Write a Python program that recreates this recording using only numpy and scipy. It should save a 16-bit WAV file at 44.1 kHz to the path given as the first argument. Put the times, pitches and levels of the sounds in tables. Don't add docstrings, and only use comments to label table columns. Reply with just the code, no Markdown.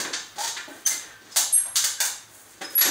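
import sys
import numpy as np
from scipy import signal
from scipy.fft import rfft, irfft, next_fast_len
from scipy.io import wavfile
from scipy.ndimage import uniform_filter1d

SR = 44100
rng = np.random.default_rng(int(sys.argv[2]) if len(sys.argv) > 2 else 0)


def master_out(mix):
    frames = np.transpose(np.atleast_2d(mix))
    ceiling = np.clip(frames, -1, 1)
    pcm = np.round(ceiling * 32767).astype(np.int16)
    wavfile.write(sys.argv[1], SR, pcm)


def level_to_linear(level):
    exponent = np.asarray(level, float) / 20
    return 10 ** exponent


N = 127890

ROOM_FILL_S = 0.026


def unit(x):
    return x / np.sqrt(np.mean(x ** 2))


def shaped(x, gain):
    n = next_fast_len(len(x))
    f = np.arange(n // 2 + 1) * SR / n + 1e-3
    return irfft(rfft(x, n) * gain(f), n)[:len(x)]


def curve(points):
    hz, db = np.array(points, float).T
    return lambda f: level_to_linear(np.interp(np.log(f), np.log(hz), db)) / (1 + (hz[0] / f) ** 4)


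def peaks(rows):
    def gain(f):
        power = 0
        for hz, width, db in rows:
            power = power + level_to_linear(2 * db) / (1 + ((f - hz * hz / f) / width) ** 2) ** 2
        return np.sqrt(power)
    return gain


def air_top(db):
    return peaks([(15000, 3900, db)])


def walk(rate):
    k = int(SR / rate)
    return unit(uniform_filter1d(uniform_filter1d(rng.standard_normal(N), k), k))


def evened(x, width_hz):
    s = rfft(x)
    power = uniform_filter1d(abs(s) ** 2, int(width_hz * len(x) / SR) + 1)
    return irfft(s / np.sqrt(power), len(x)) * np.linalg.norm(x)


def contact(t, start, length, rise):
    u = np.clip((t - start) / length, 0, 1)
    return np.sin(np.pi * u ** rise) * np.sqrt(2 + 2 * ROOM_FILL_S / length)


def house():
    # f/Hz, level/dB per Hz
    air_points = [(18, -39), (30, 2.5), (292, 2.5), (451, -3.5), (970, 2.5), (1190, 3.5), (1540, 4.5),
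                  (2260, -1), (13500, -10.5)]
    colour, top = curve(air_points), air_top(-7)
    air = unit(shaped(rng.standard_normal(N), lambda f: np.hypot(colour(f), top(f))))
    hum = unit(shaped(rng.standard_normal(N), peaks([(110, 8.7, 0)])))
    return level_to_linear(-52.5 + 1.3 * walk(5)) * air + level_to_linear(-68.5) * hum


def room(x, t60_share=1):
    # f/Hz, t60/s
    decay_times = [(150, 0.33), (500, 0.55), (1500, 0.42), (4000, 0.48), (8000, 0.41), (12000, .36),
                   (16000, 0.21)]
    build_s, echo_db, early_s = 0.0023, 4.0, 0.014
    t = np.arange(SR) / SR
    echoes = rng.standard_normal(SR)
    spread = np.minimum(rng.exponential(size=SR), 4)
    echoes = echoes * level_to_linear(echo_db * spread * np.exp(-t / early_s))
    table_hz, table_t60 = np.array(decay_times).T
    tail = 0
    for hz in 62.5 * 2 ** np.arange(9):
        band = shaped(echoes, lambda f: np.cos(np.pi / 2 * np.clip(np.log2(f / hz), -1, 1)) ** 2)
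        t60 = np.interp(np.log(hz), np.log(table_hz), table_t60)
        tail = tail + band * level_to_linear(-60 * t / t60_share / t60)
    tail = evened(tail * (1 - np.exp(-t / build_s)), 90) * (t < .9)
    return signal.fftconvolve(x, tail / np.linalg.norm(tail))[:N]


def joint(t):
    # [(f/Hz, level/dB)]
    squeaks = [(.379, .042, .03, -16, [(824, -30), (2450, -52), (9500, -52)]),
               (.398, .03, .1, -16, [(868, -33)]), (.424, .065, .008, -14, [(920, -32), (1820, -43)]),
               (.676, .03, -.06, -3, [(285, -44), (624, -43), (850, -46)]),
               (.494, .032, .06, -16, [(900, -42)]), (.525, .095, -.005, -18, [(918, -42)]),
               (.7, .08, .04, -3, [(1860, -52), (1560, -48)]), (.851, .02, -.01, -8, [(3130, -39),
               (6170, -36), (9300, -42)]), (.8675, .003, .002, -12, [(6200, -24)]),
               (.861, .0065, -.01, -6, [(6135, -19), (9250, -38), (12200, -46), (15100, -42)]),
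               (.873, .004, .02, -10, [(6300, -19), (9700, -37)]), (.9, .05, -.003, -18, [(2069, -34)]),
               (.935, .045, .001, -18, [(2069, -40)]), (.975, .08, .001, -18, [(2069, -46)]),
               (.908, .014, .002, -12, [(6132, -27)]), (.977, .006, .002, -20, [(6150, -36)]),
               (1.319, .022, -.005, -10, [(5110, -48), (7800, -57)]),
               (1.338, .024, -.005, -10, [(5020, -46), (7700, -58)]),
               (1.522, 0.043, -0.025, 5, [(8575, -23), (6130, -40), (13500, -37)]),
                     (1.524, 0.043, -0.006, 0, [(11085, -17.5)]), (1.555, 0.028, -0.002, 0, [(11070, -19)]),
                     (1.577, 0.042, 0.001, -5, [(11060, -24.5)]), (1.746, 0.022, 0.002, -10, [(6700, -47)]),
                     (1.525, 0.07, -0.053, -9, [(11360, -33), (14700, -43)]),
                     (1.535, 0.06, -0.02, -3, [(2520, -52), (2950, -54)]),
                     (0.95, 0.26, -.03, 4, [(1560, -56), (1800, -59)]),
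                     (1.572, 0.078, -0.18, -3, [(1560, -49.5)]),
                     (1.978, 0.048, -0.0079, -14, [(1590, -39)]), (2.66, 0.022, 0.003, -10, [(5108, -45)]),
                     (2.683, 0.02, 0.003, -10, [(5108, -44)]), (2.703, 0.014, 0.003, -10, [(5108, -46)]),
                     (2.639, 0.031, -0.004, -10, [(5112, -37), (10220, -49)]),
                     (2.738, 0.022, 0.003, 4, [(5110, -52), (10220, -70)]),
                     (2.752, 0.016, -0.011, -7, [(11385, -18.5)]),
                     (2.765, 0.009, -0.002, -3, [(11345, -16.5)]),
                     (2.772, 0.023, -0.002, -1, [(11365, -12)]), (2.611, 0.027, .02, -9, [(780, -40)]),
                     (2.852, 0.071, -0.071, -12, [(290, -35.5), (730, -39)]),
                     (2.886, 0.012, 0.009, -3, [(6060, -25)])]
    wobble = 0.0015 * walk(151)
    flutter = level_to_linear(1.5 * walk(240))
    near, far = 0, 0
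    for start, length, glide, room_db, lines in squeaks:
        bend = glide * np.clip((t - start) / length - .5, -1, 1)
        turns = np.cumsum(1 + wobble + bend) / SR
        tones = sum(level_to_linear(db) * np.sin(2 * np.pi * hz * turns) for hz, db in lines)
        squeak = flutter * contact(t, start, length, 0.74) * tones
        near = near + squeak
        far = far + level_to_linear(room_db) * squeak
    return level_to_linear(-3) * near + room(far, 0.98)


def pad_colour():
    # f/Hz, level/dB per Hz
    hiss_points = [(1290, -6), (2200, -13), (2720, -13), (2890, -8), (4700, -2), (5190, -5.5), (6460, 0),
                   (8630, -8), (13500, -16.5)]
    # f/Hz, width/Hz, level/dB
    plate_rings = [(3736, 250, -5), (4550, 190, -2.5), (6560, 1040, -5), (7450, 230, -5), (8580, 820, -6.5)]
    hiss, top, rings = curve(hiss_points), air_top(-13), peaks(plate_rings)
    return lambda f: np.hypot(np.hypot(hiss(f), top(f)), rings(f))


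def rubbed(gain, strokes, column):
    span = 16384
    noise = rng.standard_normal(N + span)
    grain = np.resize(walk(4000), N + span)
    grit = unit(noise * level_to_linear(8.5 * grain))
    push = np.zeros(N + span)
    for row in strokes:
        i = max(int(row[0] * SR) - span // 16, 0)
        shape = contact((i + np.arange(span)) / SR, row[0], row[1], 0.44)
        burst = evened(grit[i:i + span] * shape, 280)
        gate = np.minimum(uniform_filter1d(shape, size=64) / shape.max() * 4, 1)
        push[i:i + span] += level_to_linear(row[column]) * burst * gate
    return shaped(push[:N], gain) / np.std(shaped(grit, gain))


def mop(t):
    # t/s, contact length/s, pad hiss/dB, head clack/dB, floor thud/dB
    slaps = [(.0, 0.0054, -34.5, -28.5, -43.5), (.049, 0.0029, -70, -28, -37.5),
             (0.082, 0.037, -69, -59, -47.5), (0.129, 0.012, -37, -37.5, -73),
             (0.133, 0.0092, -25, -34, -68), (0.358, 0.021, -47, -49.5, -54.5),
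             (0.383, 0.0069, -30, -42, -62), (0.399, 0.018, -36, -43.5, -57),
             (0.418, 0.011, -24.5, -55, -64), (0.435, 0.015, -27, -41.5, -62),
             (0.445, 0.031, -34, -44, -68), (.475, 0.0062, -29, -35.5, -54),
             (0.564, 0.011, -43, -36.5, -57), (0.571, 0.0037, -36, -35, -68),
             (0.681, 0.0076, -57, -47.5, -52.5), (.863, 0.0077, -24, -35.5, -67),
             (0.871, 0.0052, -25, -69, -62), (0.9, 0.05, -33, -41, -53), (1.2, .15, -54, -60, -60),
             (1.36, 0.0048, -28.5, -25, -42.5), (1.367, 0.01, -18.5, -48, -53),
             (1.566, 0.026, -68.5, -44, -85), (1.656, 0.017, -50.5, -45.5, -75),
             (1.756, 0.0045, -19.5, -35, -71), (1.761, 0.014, -20.5, -56, -77.5),
             (1.839, 0.0058, -23, -21, -50), (2.003, 0.0047, -16, -23.5, -46.5),
             (2.047, 0.014, -27, -37.5, -53.5), (2.609, 0.019, -40.5, -30, -37.5),
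             (2.775, 0.021, -31, -29.5, -59), (2.808, 0.019, -17, -22, -41),
             (2.845, 0.044, -27.5, -31.5, -37.5)]
    scuffs = [
        (0.54, 0.1, -76, -61, -62),
        (0.678, 0.22, -60.5, -55, -59),
        (1.295, 0.14, -47.5, -60, -74),
        (2.281, 0.25, -64, -61.5, -66),
        (1.54, 0.083, -47.5, -57, -91),
        (2.7, 0.13, -60.5, -53, -54.5),
        (2.45, 0.45, -60, -64, -65.5),
        (0.935, 0.28, -65, -51.5, -60),
    ]
    # f/Hz, width/Hz, level/dB
    head_modes = [(657, 300, -8), (830, 410, -4), (1150, 520, -5), (1540, 500, 1), (1830, 370, 3),
                  (2360, 610, -3.5), (3500, 1300, -3.5)]
    # f/Hz, width/Hz, level/dB
    thud_modes = [(165, 40, -10), (305, 120, 5), (430, 160, 1), (520, 160, -1)]
    # t/s, pad treble/dB, head bottom/dB
    facing_steps = [(0, -2, 6.5), (.13, -40, -3.5), (.4, -1, 14), (.57, -11, -14.5), (.69, 12, 14),
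                    (.86, 8.5, -1), (1.249, -21, 1), (1.362, 5.5, 9), (1.57, 10.5, -12), (1.66, 8, 12.5),
                    (1.753, 0.5, 11.5), (1.84, 3.5, -1.5), (2.0, 4.5, 3), (2.402, 22, 12), (2.61, -4, 0),
                    (2.72, 16.5, 0), (2.78, -4.5, -8), (2.86, -1, 2)]
    strokes = slaps + scuffs
    pad = rubbed(pad_colour(), strokes, 2)
    head = rubbed(peaks(head_modes), strokes, 3)
    thud = rubbed(peaks(thud_modes), strokes, 4)
    treble = shaped(pad, lambda f: 1 / (1 + (8120 / f) ** 6))
    bottom = shaped(head, lambda f: 1 / (1 + (f / 1010) ** 6))
    turn_s, treble_db, bottom_db = np.array(facing_steps).T
    treble_change = level_to_linear(np.interp(t, turn_s, treble_db)) - 1
    bottom_change = level_to_linear(np.interp(t, turn_s, bottom_db)) - 1
    return pad + head + thud + treble * treble_change + bottom * bottom_change


def scene():
    t = np.arange(N) / SR
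    strokes = mop(t)
    direct = level_to_linear(-9) * strokes
    return (direct + room(strokes) + joint(t) + house())[None]


def low_pass(x):
    return signal.sosfilt(signal.butter(12, 16670, fs=SR, output="sos"), x)


def record(dry):
    notch_hz, notch_width_hz, notch_depth = 13800, 600, .6
    agc_top_db, agc_slope, agc_hold_s, agc_release_s = -25, 0.24, 0.043, 0.018
    limit = .5
    x = shaped(dry[0], lambda f: 1 - notch_depth / (1 + ((f - notch_hz) / notch_width_hz) ** 2))
    heard = shaped(x, lambda f: 1 / (1 + (6600 / f) ** 2))
    power = uniform_filter1d(heard ** 2, int(agc_hold_s * SR))
    keep = np.exp(-1 / (agc_release_s * SR))
    released = signal.lfilter([1 - keep], [1, -keep], power)
    env = np.sqrt(np.maximum(power, released) + 1e-12)
    x = x * np.minimum(level_to_linear(agc_top_db) / env, 1) ** agc_slope
    x = limit * np.tanh(x / limit)
    x = signal.sosfilt(signal.ellip(8, .2, 32, 15650, fs=SR, output="sos"), x)
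    return low_pass(x[None])


dry = scene()
out = record(dry)
master_out(out)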